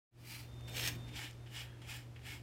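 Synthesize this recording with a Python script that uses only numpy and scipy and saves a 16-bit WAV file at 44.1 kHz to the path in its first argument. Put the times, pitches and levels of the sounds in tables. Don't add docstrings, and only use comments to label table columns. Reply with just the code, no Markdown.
import sys
import numpy as np
from scipy import signal
from scipy.fft import rfft, irfft, next_fast_len
from scipy.io import wavfile

SR = 44100
rng = np.random.default_rng(int(sys.argv[2]) if len(sys.argv) > 2 else 0)


def amplitude_ratio(level_db):
    exponent = np.asarray(level_db, float) / 20
    return 10 ** exponent


def generate_wav(signal):
    frames = np.transpose(np.atleast_2d(signal))
    scaled = np.clip(frames, -1, 1) * 32767
    pcm = np.round(scaled).astype(np.int16)
    wavfile.write(sys.argv[1], SR, pcm)


N = 106854
TIME_S = np.arange(N) / SR

# pitch_hz [Hz], width_hz [Hz], level_db [dB]
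FLAT_BODY = [(860, 180, 7.5), (1410, 390, -4.5), (1830, 250, 5.5), (2188, 177, 4), (2480, 360, 2.5),
             (2900, 116, 5), (3210, 95, -1), (4940, 890, -5), (5250, 91, -12), (5850, 170, -16),
             (7220, 820, -4.5), (8590, 940, -12), (12800, 6700, -7.5)]


def rms_one(x):
    return x / np.sqrt(np.mean(x ** 2) + 1e-20)


def in_time(rows):
    return np.interp(TIME_S, *np.transpose(rows))


def coloured(x, points):
    size = 2 * next_fast_len(N)
    hz, db = np.transpose(points)
    bins_hz = np.arange(size // 2 + 1) * SR / size
    log_gain = np.interp(np.log(bins_hz + 1), np.log(hz), db) * np.log(10) / 20
    cepstrum = irfft(log_gain, size)
    cepstrum[1:size // 2] *= 2
    cepstrum[size // 2 + 1:] = 0
    return irfft(rfft(x, size) * np.exp(rfft(cepstrum)), size)[:N]


def drift(rate):
    r = np.exp(-80 * np.pi * rate / SR)
    noise = rng.standard_normal(N // 40 + 2002)
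    slow = signal.lfilter([1], [1, -2 * r, r * r], noise)[2000:]
    return np.interp(np.arange(N) / 40, np.arange(len(slow)), rms_one(slow))


def resonance(x, hz, width_hz):
    r = np.exp(-np.pi * width_hz / SR)
    b = np.array([1, 0, -1]) * (1 - r * r) / 2
    return signal.lfilter(b, [1, -2 * r * np.cos(2 * np.pi * hz / SR), r * r], x)


def dulled(x, cut_hz):
    r = np.exp(-2 * np.pi * cut_hz / SR)
    return rms_one(signal.lfilter([1], [1, -2 * r, r * r], x))


def swell(start_s, length_s):
    return np.sin(np.pi * np.clip((TIME_S - start_s) / length_s, 0, 1))


def room_air():
    # pitch_hz [Hz], level_db [dB per Hz]
    air_colour = [(25, -19.5), (65, 2), (150, -14), (330, -11.5), (1100, -23.5), (2200, -26.5), (6000, -34),
                  (14500, -43.5), (15800, -47)]
    # pitch_hz [Hz], width_hz [Hz], level_db [dB re hum]
    room_modes = [(72.5, 19, -13.5), (92.3, 5.8, -26.5), (164.2, 3.7, -19), (297.8, 11.6, -19.5),
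                  (346.2, 6.5, -21.5)]
    # [dB, added to the room resonances]
    rumble_level = [(.2, 2), (.48, 2), (.56, 4), (.64, -2), (.76, 4), (.85, 1.5), (.97, 4.5), (1.06, 1),
                    (1.15, 3), (1.25, 3), (1.4, -1), (1.55, 0.5), (1.8, -1), (2.1, 2), (2.42, 4)]
    booms = np.zeros(N)
    for hz, width_hz, db in room_modes:
        boom = resonance(rng.standard_normal(N), hz, width_hz)
        boom = rms_one(resonance(boom, hz, 3 * width_hz))
        booms += amplitude_ratio(db + 1.2 * drift(4.4)) * boom
    air = amplitude_ratio(-6) * rms_one(coloured(rng.standard_normal(N), air_colour))
    return amplitude_ratio(in_time(rumble_level)) * booms + air


def motor_hum():
    # time_s [s], level_db [dB re its mean]
    octave_level = [(.2, 3.5), (.6, 3.5), (.8, -1), (.9, 2), (1.1, 6.5), (1.3, -1.5), (1.45, -4),
                    (2.42, 1.5)]
    phase = 2 * np.pi * 119.63 * TIME_S + 0.17 * drift(1.5)
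    hum = amplitude_ratio(1.0 * drift(22)) * np.sin(phase)
    octave = amplitude_ratio(-19 + in_time(octave_level) + 1.3 * drift(2.5)) * np.sin(2 * phase)
    return np.sqrt(2) * (hum + octave)


def motor_whine():
    # time_s [s], level_db [dB]
    whine_level = [(.38, -86), (.44, -76), (.54, -68), (.625, -68.5), (.66, -62), (.7, -56.5), (.74, -62),
                   (.9, -66), (.97, -66.5), (1.05, -62.5), (1.09, -67), (1.15, -64), (1.2, -63),
                   (1.34, -89), (1.41, -77), (1.5, -86), (1.7, -100)]
    tone = np.sin(2 * np.pi * 3604 * TIME_S + 0.94 * drift(1.5))
    return np.sqrt(2) * amplitude_ratio(in_time(whine_level) + 0.76 * drift(31)) * tone


def motor_and_air():
    # time_s [s], level_db [dB]
    hum_level = [(0.2, -50), (0.26, -55), (0.62, -50.5), (0.64, -50.5), (0.9, -45.5), (1.24, -52.5),
                 (2.31, -53.5), (2.33, -53.5), (2.42, -52)]
    return amplitude_ratio(in_time(hum_level)) * (motor_hum() + room_air()) + motor_whine()


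def rustle():
    noise = rms_one(resonance(rng.standard_normal(N), 480, 240))
    return amplitude_ratio(-55 + 1.5 * drift(17)) * swell(0.627, 0.33) * noise


def bathroom(x):
    t60_s, wall_cut_hz = 0.19, 8600
    out, dull = np.zeros(N), np.exp(-2 * np.pi * wall_cut_hz / SR)
    lags = (rng.uniform(.008, .03, 10) * SR).astype(int)
    for k, lag in enumerate(lags):
        loop, gain, state = x.copy(), amplitude_ratio(-60 * lag / SR / t60_s), [0.]
        for i in range(lag, N, lag):
            back, state = signal.lfilter([gain * (1 - dull)], [1, -dull], loop[i - lag:i], zi=state)
            loop[i:i + lag] += back[:N - i]
        out += (loop - x) * (-1) ** k
    return out


def snaps():
    # start_s [s], peak level_db [dB], ringing pitch_hz [Hz], treble lost above cut_hz [Hz]
    snap_list = [(.541, -58, 5500, 9000), (.6095, -46, 2180, 9000), (.638, -62, 5000, 8700),
                 (.686, -52, 11300, 20000), (.697, -38, 10000, 40000), (.710, -52, 6000, 20000),
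                 (.747, -38, 2870, 8000), (.7575, -38, 2490, 8000), (.7975, -25, 2570, 8000),
                 (.8105, -28, 5000, 20000), (.8215, -37, 2800, 6000), (.841, -39, 3350, 9000),
                 (.852, -33, 4300, 12000), (.8625, -27, 3800, 9000), (.8655, -25, 2170, 20000),
                 (.8755, -18, 2630, 14000), (.877, -21, 6400, 30000), (.884, -25.5, 2400, 14000),
                 (.8865, -36, 5300, 20000), (1.081, -48, 2300, 8000), (1.163, -58, 3000, 12000),
                 (1.181, -49, 2500, 8000), (1.311, -44, 7000, 15000), (1.331, -51, 5000, 10000),
                 (1.555, -43, 2900, 9000), (1.82, -56, 4200, 9000), (1.89, -47, 2970, 12000),
                 (2.193, -48, 2200, 5000), (2.255, -44, 2300, 8000)]
    out = np.zeros(N)
    for start_s, db, hz, cut_hz in snap_list:
        click = rng.standard_normal(400) * np.exp(-np.arange(400) / 9)
        click[0] = 4
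        ring = amplitude_ratio(13) * resonance(click, hz, hz / 4)
        snap = dulled(click + ring, cut_hz)
        snap = signal.lfilter([1, -1], [1, -.85], snap)
        first = int(start_s * SR)
        out[first:first + len(snap)] += snap * amplitude_ratio(db) / np.abs(snap).max()
    return out


def hair_clicks():
    clicks_per_s = 11000 * amplitude_ratio(1.0 * drift(120))
    sizes = amplitude_ratio(2.5 * np.minimum(rng.exponential(1, N), 5)) * rng.choice([-1, 1], N)
    born = rng.random(N) < clicks_per_s / SR
    return sizes * born * amplitude_ratio(0.6 * drift(27))


def body(x, modes, favour_hz):
    # pitch_hz [Hz], level_db [dB per Hz]
    rasp_colour = [(240, -69), (400, -19), (1140, -8), (1500, -6.5), (2000, -6.5), (2950, -4.5), (4070, -3),
                   (5200, -5), (15700, -13.5)]
    rings = 0.25 * x
    for hz, width_hz, db in modes:
        octaves_off = np.log2(hz / favour_hz)
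        lift_db = 5 * np.exp(-(octaves_off / 0.25) ** 2) + 2.2 * drift(10.6)
        rings = rings + amplitude_ratio(db + lift_db) * resonance(x, hz, width_hz)
    return coloured(rings, rasp_colour)


def drag(clicks):
    # pitch_hz [Hz], width_hz [Hz], level_db [dB]
    drag_body = [(867, 130, 7), (1760, 300, 4), (2800, 200, 4), (3270, 100, 11)]
    return amplitude_ratio(-68) * swell(1.53, 0.4) * dulled(body(clicks, drag_body, 1770), 2000)


def touches(clicks):
    # start_s [s], length_s [s], level_db [dB], favoured pitch_hz [Hz], treble lost above cut_hz [Hz]
    landings = [
        (0.674, 0.012, -51, 2520, 29800),
        (1.066, 0.027, -59, 2400, 9000),
        (1.458, 0.017, -59.5, 2900, 5000),
        (1.811, 0.0087, -58.5, 1920, 9000),
        (2.156, 0.009, -57.5, 2400, 4100),
        (2.186, 0.0042, -70, 2300, 4000),
    ]
    out = np.zeros(N)
    for start_s, length_s, db, hz, cut_hz in landings:
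        u = TIME_S - start_s
        shape = amplitude_ratio(db - 900 * np.clip(u - length_s, 0, 1))
        shape = shape * np.clip(u / 0.01, 0, 1)
        out += shape * dulled(body(clicks, FLAT_BODY, hz), cut_hz)
    return out


def strokes(clicks):
    # start_s [s], rise_s [s], hold_s [s], level_db [dB], favoured pitch_hz [Hz]
    behind_ear = [
        (.19, 0.13, 0.08, -51, 2370),
        (.27, 0.034, 0.02, -65.5, 4700),
    ]
    swung_near = [
        (.71, 0.06, 0.092, -41, 2950),
        (.83, 0.016, 0.017, -45.5, 4300),
        (.869, 0.0076, 0.0085, -39, 5350),
        (.88, .01, .07, -55.5, 2400),
    ]
    flat = [
        (1.12, 0.05, 0.088, -46, 2400),
        (1.5, 0.056, 0.06, -47, 2640),
        (1.84, 0.059, 0.068, -48, 2480),
        (2.22, 0.045, 0.072, -49, 2280),
    ]
    # pitch_hz [Hz], width_hz [Hz], level_db [dB]
    ear_body = [(925, 69, 5), (1300, 300, -4), (2300, 740, 1.5), (2370, 140, -4), (2850, 540, -10),
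                (4140, 120, -1), (4700, 280, 3), (5500, 670, -8.5), (11800, 18000, -0.5), (14500, 1500, -3)]
    near_body = [(926, 210, 1.5), (1900, 230, 5), (2400, 220, 5.5), (2810, 190, -3.5), (3200, 1300, 0.5),
                 (4380, 280, -5), (5380, 260, 3.5), (6370, 200, 2.5), (7500, 580, -2.5), (8300, 510, -2),
                 (10000, 1300, -15), (12400, 2200, 0), (14900, 1600, 1)]
    out = np.zeros(N)
    holds = [(behind_ear, ear_body, 244), (swung_near, near_body, 702), (flat, FLAT_BODY, 244)]
    for stroke_list, modes, release_db_per_s in holds:
        for start_s, rise_s, hold_s, db, hz in stroke_list:
            u = TIME_S - start_s
            rise_db = -18.5 * np.clip(1 - u / rise_s, 0, 3)
            sag_db = -28.5 * np.clip(u - rise_s, 0, hold_s)
            release_db = -release_db_per_s * np.clip(u - rise_s - hold_s, 0, 1)
            shape = amplitude_ratio(rise_db + sag_db + release_db)
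            sound = body(clicks, modes, hz)
            loudness = np.sqrt(np.average(sound ** 2, weights=shape ** 2))
            out += amplitude_ratio(db) * shape * sound / loudness
    return out


def rasp():
    clicks = hair_clicks()
    return strokes(clicks) + touches(clicks) + drag(clicks)


def scene():
    near = rasp() + snaps()
    return (near + amplitude_ratio(-19) * bathroom(near) + rustle() + motor_and_air())[None]


def roll_off(x):
    return signal.sosfilt(signal.butter(12, 15800, fs=SR, output="sos"), x)


def record(dry):
    fade_start_s, fade_s = 0.11, 0.17
    fade = np.clip((TIME_S - fade_start_s) / fade_s, 0, 1) ** 1.14
    return roll_off(dry * fade)


dry = scene()
out = record(dry)
generate_wav(out)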